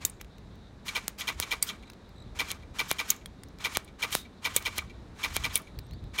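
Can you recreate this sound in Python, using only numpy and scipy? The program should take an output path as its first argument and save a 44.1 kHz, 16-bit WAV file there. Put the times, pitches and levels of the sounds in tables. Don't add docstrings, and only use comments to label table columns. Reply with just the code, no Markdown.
import sys
import numpy as np
from scipy import signal
from scipy.fft import rfft, irfft
from scipy.io import wavfile
from scipy.ndimage import uniform_filter1d

SR = 44100
rng = np.random.default_rng(int(sys.argv[2]) if len(sys.argv) > 2 else 0)


def convert_level_to_amplitude(level_db):
    exponent = np.asarray(level_db, float) / 20
    return 10 ** exponent


def to_wav(sig):
    pcm = np.clip(np.atleast_2d(sig), -1, 1) * 32767
    pcm = np.round(pcm).astype(np.int16)
    wavfile.write(sys.argv[1], SR, pcm.T)


N = 273420
TIME = np.arange(N) / SR


def level(x, db):
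    return x * convert_level_to_amplitude(db) / np.sqrt(np.mean(x ** 2))


def band(x, hz, width):
    return signal.lfilter(*signal.iirpeak(min(hz, SR / 2.2), hz / width, fs=SR), x)


def body(x, modes):
    out = 0
    for k, (hz, width, db) in enumerate(modes):
        strength = convert_level_to_amplitude(db) * np.sqrt(1000 / width)
        out = out + (-1) ** k * strength * band(x, hz, width)
    return out


def colour(points):
    hz, db = np.transpose(points)
    bins = np.arange(N // 2 + 1) * SR / N + 1
    gain = convert_level_to_amplitude(np.interp(np.log(bins), np.log(hz), db))
    return irfft(rfft(rng.standard_normal(N)) * gain, N)


def walk(rate):
    hold = int(SR / rate)
    steps = np.repeat(rng.standard_normal(N // hold + 1), hold)
    return uniform_filter1d(uniform_filter1d(steps, hold), hold)[:N]


def swells(rows):
    return sum(db * np.exp(-((TIME - s) / half) ** 2) for s, half, db in rows)


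def add(out, s, piece):
    i = int(s * SR)
    out[..., i:i + piece.shape[-1]] += piece[..., :max(N - i, 0)]


def cycle(events, knocks, same=0.95, spark=0.75):
    push, t = np.zeros((4, N)), np.arange(4096) / SR
    shape_contact = spark * np.exp(-t / 0.0002)
    habit = rng.standard_normal((len(knocks), 4096))
    for s, db, *_ in events:
        for (delay, *parts, fade), usual in zip(knocks, habit):
            fresh = rng.standard_normal(4096)
            jolt = np.sqrt(min(same, 1)) * usual + np.sqrt(max(1 - same, 0)) * fresh
            shape = np.exp(-t / fade) + shape_contact
            add(push, s + delay, convert_level_to_amplitude(db + np.array(parts))[:, None] * jolt * shape)
    return push


# (time [s], peak level [dB])
SLAM_TIMES = [(0.9562, -17.5), (1.2783, -17), (1.515, -17), (2.395, -16.5), (2.7923, -16), (2.9908, -18),
              (3.6469, -17), (4.0261, -16.5), (4.4503, -16.5), (4.6578, -17.5), (5.2371, -17),
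              (5.4429, -17.5), (6.1857, -16.5)]
# (time [s], peak level [dB], level of the rasp before it [dB])
LATCH_TIMES = [(0.881, -20.5, -14), (1.208, -20.5, -8), (1.4245, -20.5, -10.5), (1.6887, -21, -8.5),
               (2.503, -23, -11.5), (2.9062, -22, -7), (3.1054, -23.5, -4), (3.7493, -21, -15),
               (4.125, -22.5, -19), (4.563, -19, -12), (4.778, -20.5, -13.5), (5.3593, -22, -7),
               (5.5548, -20, -9)]
# (delay [s], stock [dB], receiver [dB], gearbox [dB], rattle [dB], fade [s])
SLAM_KNOCKS = [
    (-.006, -12, -17, -5, -10, .004),
    (-.0005, -6, -1, -4, -3, .007),
    (.007, -3, 0, -2, -4, .007),
    (.017, -1, -5, -9, -7, .008),
]
LATCH_KNOCKS = [
    (.0003, -12, -1, 0, -6, .005),
    (.008, -8, -4, -2, -6, .007),
    (.042, -15, -26, -30, -30, .014),
]
# (time [s], peak level [dB])
WALL_RETURNS = [(0.198, -43), (1.8248, -39), (1.8697, -45), (2.6237, -43.5), (3.2106, -46), (3.876, -40.5),
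                (4.2493, -42), (4.8963, -39), (5.6702, -42)]
# (stock, receiver, gearbox, rattle [dB])
WALL_TILT_DB = [0, 2, -5, -8]


def gun_push():
    push = cycle(SLAM_TIMES, SLAM_KNOCKS) + cycle(LATCH_TIMES, LATCH_KNOCKS, same=.6, spark=2.5)
    echoes = cycle(WALL_RETURNS, LATCH_KNOCKS, same=.3, spark=.5)
    push += convert_level_to_amplitude(np.array(WALL_TILT_DB))[:, None] * echoes
    t = np.arange(1300) / SR
    part_db = np.array([[-10.], [-14.], [-6.], [3.]])
    for s, db, rasp_db in LATCH_TIMES:
        rasp = np.minimum(t / 0.019, 1) * rng.standard_normal(1300)
        add(push, s - 1300 / SR, convert_level_to_amplitude(db + rasp_db + part_db) * rasp)
    return push


# (frequency [Hz], width [Hz], level [dB])
STOCK_MODES = [(275, 30, -18.5), (430, 80, -13.5), (644, 21, -14), (944, 120, -8), (1092, 24, -9.5),
               (1203, 70, -5), (1537, 120, -11)]
RECEIVER_MODES = [(1950, 50, -7), (2090, 70, -10), (2230, 60, -5), (2330, 65, 1), (2500, 60, -10),
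                  (2710, 80, -10)]
GEARBOX_MODES = [(3180, 180, -3.5), (3543, 130, -4), (3753, 116, -7.5), (4080, 280, -2.5),
                 (5300, 1800, -9.5), (6790, 980, -4.5)]
RATTLE_MODES = [(5560, 9700, -0.5), (8440, 1900, -4), (12900, 1400, -17)]


def gun():
    parts = (STOCK_MODES, RECEIVER_MODES, GEARBOX_MODES, RATTLE_MODES)
    return sum(body(push, modes) for push, modes in zip(gun_push(), parts)) + whirr()


# (start [s], length [s], level [dB])
MOTOR_RUNS = [(0, 0.063, -51), (.845, 0.14, -47), (1.005, 0.09, -55), (1.174, .15, -48), (1.363, 0.19, -49),
              (1.609, 0.1, -49.5), (2.347, 0.17, -47.5), (2.736, 0.2, -48.5), (2.946, .18, -48.5),
              (3.591, 0.17, -47), (3.981, 0.13, -47), (4.083, 0.055, -46.5), (4.415, 0.16, -48),
              (4.596, 0.21, -50), (5.142, 0.046, -59), (5.177, 0.23, -47.5), (5.392, 0.18, -48.5),
              (6.13, 0.059, -46.5)]
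# (frequency [Hz], density [dB per Hz])
GEAR_SPECTRUM = [(350, -37.5), (600, -19.5), (1070, -7), (1450, -9.5), (2310, -10.5), (2910, -13.5),
                 (3160, -16), (6730, -17.5), (16000, -36)]


def whirr():
    spin_up_s, coast_s = .022, 0.036
    run = 0
    for start, length, db in MOTOR_RUNS:
        coast = np.exp(-np.maximum(TIME - start - length, 0) / coast_s)
        run = np.maximum(run, convert_level_to_amplitude(db) * np.clip((TIME - start) / spin_up_s, 0, 1) * coast)
    teeth = level(colour(GEAR_SPECTRUM), 0) * convert_level_to_amplitude(2.0 * walk(150))
    snags = rng.standard_normal(N) * convert_level_to_amplitude(6 * walk(60))
    hum = level(body(snags, STOCK_MODES[3:] + RECEIVER_MODES + GEARBOX_MODES), -5)
    return run * (teeth + hum)


# (time [s], spike level [dB], bending wave level [dB], fizz level [dB])
CONCRETE_STRIKES = [
    (1.081, -6.9, -37.2, -27.1),
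    (1.4006, -7.5, -33.4, -20.6),
    (2.516, -11.6, -39.9, -34.0),
    (2.914, -4.2, -25.3, -30.6),
    (3.7712, -4.2, -25.6, -32.2),
    (4.1517, -3.7, -24.8, -30.4),
    (4.7824, -9.0, -35.6, -32.8),
    (5.3659, -6.1, -30.0, -29.8),
]


def concrete():
    spike_s, swing_s, swing_ratio = .000025, .00007, 3.7
    out, t = np.zeros(N), (np.arange(1024) - 8.3) / SR
    spike = ((t / spike_s) ** 2 - 1) * np.exp(-(t / spike_s) ** 2 / 2)
    late = np.maximum(t / swing_s, 1)
    swing = np.sin(np.pi * np.log(late) / np.log(swing_ratio))
    swing = swing * late ** -.6 * np.exp(-t / .003)
    fizz_fade = (t > 0) * (np.exp(-t / .0007) + .12 * np.exp(-t / 0.01))
    for s, spike_db, swing_db, fizz_db in CONCRETE_STRIKES:
        fizz = np.diff(rng.standard_normal(1025)) * fizz_fade
        hit = convert_level_to_amplitude(spike_db + 2) * spike + convert_level_to_amplitude(swing_db + 20) * swing + convert_level_to_amplitude(fizz_db) * fizz
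        add(out, s - 8 / SR, hit)
    return out


def splinters(events, top=0.58, grit_s=0.012, grit_db=-26):
    out, t = np.zeros(N), np.arange(3000) / SR
    crack_fade = np.exp(-t / .0006)
    rebound_fade = np.exp(-t / .0005) + .6 * np.exp(-t / .0022)
    for s, db, hz, low_db, rebound_db in events:
        chance = rng.standard_normal((5, 3000))
        ring = band(band(chance[:2], hz, hz / 4), hz, hz / 4)
        low = convert_level_to_amplitude(low_db) * band(chance[2:4], 2500, 1700)
        bright = top * band(chance[:2], 13070, 5000) + 1.5 * ring + 2.2 * low
        bright = np.array([crack_fade, rebound_fade]) * bright
        crack, rebound = bright / abs(bright).max(axis=1, keepdims=True)
        grit = convert_level_to_amplitude(grit_db) * np.diff(chance[4], prepend=0) * np.exp(-t / grit_s)
        add(out, s - .0002, convert_level_to_amplitude(db) * (crack + grit))
        add(out, s + .0018, convert_level_to_amplitude(db + rebound_db) * rebound)
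    return out


# (time [s], crack level [dB], ring [Hz], low part level [dB], rebound level [dB])
BOTTLE_HITS = [
    (.051, -5, 7600, -23, -8),
    (1.626, -4.5, 8900, -23, -1),
    (3.1031, -5.5, 6900, -30, 0),
    (4.5637, -4, 8600, -16, -2),
    (5.5564, -4.5, 9600, -18, -4),
]


def bottle_cracks():
    return splinters(BOTTLE_HITS)


# (time [s], frequency [Hz], level [dB], fade [s])
BOTTLE_TONES = [
    (.051, 400, -27, .0015),
    (.053, 3700, -29, .004),
    (1.627, 4640, -21, .004),
    (1.628, 2190, -33, .006),
    (3.104, 6890, -21, .003),
    (3.259, 3300, -38, .004),
    (4.5637, 500, -22, .002),
    (4.565, 3570, -28, .005),
    (5.5564, 500, -29, .002),
    (5.558, 3720, -28, .005),
]


def bottle_notes():
    out, t = np.zeros(N), np.arange(6000) / SR
    for s, hz, db, fade in BOTTLE_TONES:
        add(out, s, convert_level_to_amplitude(db) * np.sin(2 * np.pi * hz * t) * np.exp(-t / fade))
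    scrape = band(rng.standard_normal(6000), 3760, 150) * np.exp(-t / .04)
    add(out, 4.145, convert_level_to_amplitude(-19) * scrape)
    return out


# (time [s], crack level [dB], ring [Hz], low part level [dB])
GRAVEL_BOUNCES = [(0.0978, -29.5, 9100, -28), (0.2127, -25.5, 5900, -2), (.2464, -43, 5900, 15),
                  (.383, -44, 4700, 14), (.5554, -48.5, 6220, -5), (1.1858, -29.5, 5000, -4),
                  (1.9001, -32.5, 6230, 24), (1.9192, -50, 6380, -11), (1.934, -42, 5950, 2),
                  (2.092, -49, 5070, -12), (2.9269, -27, 11600, -24.5), (3.1636, -35, 7150, -25),
                  (3.259, -26, 9250, -2), (3.435, -34, 9000, -0.5), (3.4858, -47, 6360, -17),
                  (3.5867, -38, 7443, 4), (3.8466, -38.5, 9400, -26), (4.1074, -33, 4500, -7),
                  (4.115, -38, 6500, 14), (4.6247, -29.5, 6260, -9), (4.6454, -35.5, 5180, -4),
                  (5.576, -20, 11800, -29), (5.619, -41, 10760, -18), (5.7893, -28.5, 4740, -13.5),
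                  (5.867, -51, 6540, -6), (5.9104, -43, 6060, -3), (5.935, -41, 4580, -2),
                  (6.0405, -48.5, 4526, -8)]


def gravel_bounces():
    events = [(*row, -6) for row in GRAVEL_BOUNCES]
    return splinters(events, top=0.38, grit_s=0.0066, grit_db=-29)


def spray():
    out, t = np.zeros(N), np.arange(6000) / SR
    grains = rng.standard_normal(6000) * convert_level_to_amplitude(2.5 * rng.exponential(size=6000))
    shower = level(band(grains, 5000, 9000), -34)
    add(out, 4.113, shower * np.minimum(t / .015, 1) * np.exp(-(t / 0.066) ** 2))
    return out


def walls(near):
    t = np.arange(SR // 3) / SR
    wash = band(rng.standard_normal(len(t)), 2200, 2500) * np.exp(-t / .06) * np.minimum(t / .01, 1)
    return convert_level_to_amplitude(-52) * signal.fftconvolve(near, wash)[:N]


# (time [s], pulses [count], last pulse level [dB])
CRICKET_CHIRPS = [
    (1.853, 3, -49),
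    (2.157, 4, -48.5),
]


def cricket():
    out, t = np.zeros(N), np.arange(560) / SR
    phase = 2 * np.pi * np.cumsum(4200 - 45000 * t) / SR
    tone = np.sin(phase) + .25 * np.sin(2 * phase) + .05 * np.sin(3 * phase)
    pulse = np.hanning(560) * tone
    pulse_gap_s, warm_up_db = .0203, -8
    for s, pulses, db in CRICKET_CHIRPS:
        for k in range(pulses):
            add(out, s + k * pulse_gap_s, convert_level_to_amplitude(db + warm_up_db / 2 ** k) * pulse)
    return out


# (time [s], length [s], start [Hz], end [Hz], level [dB])
BIRD_WHISTLES = [
    (5.62, .07, 4200, 7200, -69),
    (5.828, .05, 8500, 8300, -69),
    (5.88, .022, 5500, 5950, -67),
    (5.905, .055, 3700, 4600, -55),
]


def bird():
    out = np.zeros(N)
    for s, length, start_hz, end_hz, db in BIRD_WHISTLES:
        u = np.linspace(0, 1, int(length * SR))
        hz = end_hz + (start_hz - end_hz) * (1 - u) ** 2
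        whistle = np.sin(2 * np.pi * np.cumsum(hz) / SR)
        add(out, s, convert_level_to_amplitude(db) * np.sin(np.pi * u) * whistle)
    return out


# (middle [s], half length [s], rise [dB])
CHORUS_SWELLS = [(.32, 0.091, 3.5), (0.644, 0.05, 6), (1.8, 0.31, 3.5), (2.3, 0.18, 2.5), (3.56, 0.1, 3.5),
                 (4.405, 0.045, 1), (4.984, 0.046, 4.5), (5.924, 0.21, 5)]


def insects():
    chorus = band(band(rng.standard_normal(N), 3800, 800), 3800, 800) * convert_level_to_amplitude(3.0 * walk(45))
    return level(chorus, -70.5) * convert_level_to_amplitude(swells(CHORUS_SWELLS))


# (middle [s], half length [s], rise [dB])
WIND_GUSTS = [(.03, .03, 7), (1.5, .2, 2), (2.25, .04, 5), (3.43, .1, 3), (4.15, .06, 4), (4.5, .05, 4),
              (4.86, .05, 5), (5.32, .07, 11), (5.47, .09, 11), (5.77, .03, 11), (5.94, .04, 9),
              (6.05, .07, 12)]


def wind():
    calm_db = -50.5
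    rumble = band(band(rng.standard_normal(N), 55, 70), 60, 110) * convert_level_to_amplitude(3.0 * walk(12))
    return level(rumble, 0) * convert_level_to_amplitude(calm_db + swells(WIND_GUSTS))


# (frequency [Hz], density [dB per Hz])
TOWN_SPECTRUM = [(76, -33), (130, -14.5), (198, -4.5), (402, -11.5), (427, -10.5), (491, -14),
                 (1820, -24.5), (2770, -31), (3910, -36), (4590, -33.5), (7750, -41), (9480, -45.5),
                 (16000, -58)]


def town():
    hiss = colour(TOWN_SPECTRUM) * convert_level_to_amplitude(1.2 * walk(5))
    passing = 1 + 1.5 * np.exp(-((TIME - 4.4) / .1) ** 2)
    drone = band(rng.standard_normal(N), 197, 12) * passing
    return level(hiss, -54.5) + level(drone, -63.0)


def scene():
    near = gun() + concrete() + bottle_notes() + bottle_cracks() + gravel_bounces()
    animals = cricket() + bird() + insects()
    return (near + walls(near) + spray() + animals + wind() + town())[None]


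def roll_off(x):
    return signal.sosfilt(signal.butter(12, 17140, fs=SR, output="sos"), x)


def record(dry):
    limited = signal.sosfilt(signal.ellip(7, .3, 45, 15800, fs=SR, output="sos"), dry)
    mix = signal.sosfilt(signal.butter(2, 30, "high", fs=SR, output="sos"), limited)
    return roll_off(mix)


dry = scene()
out = record(dry)
to_wav(out)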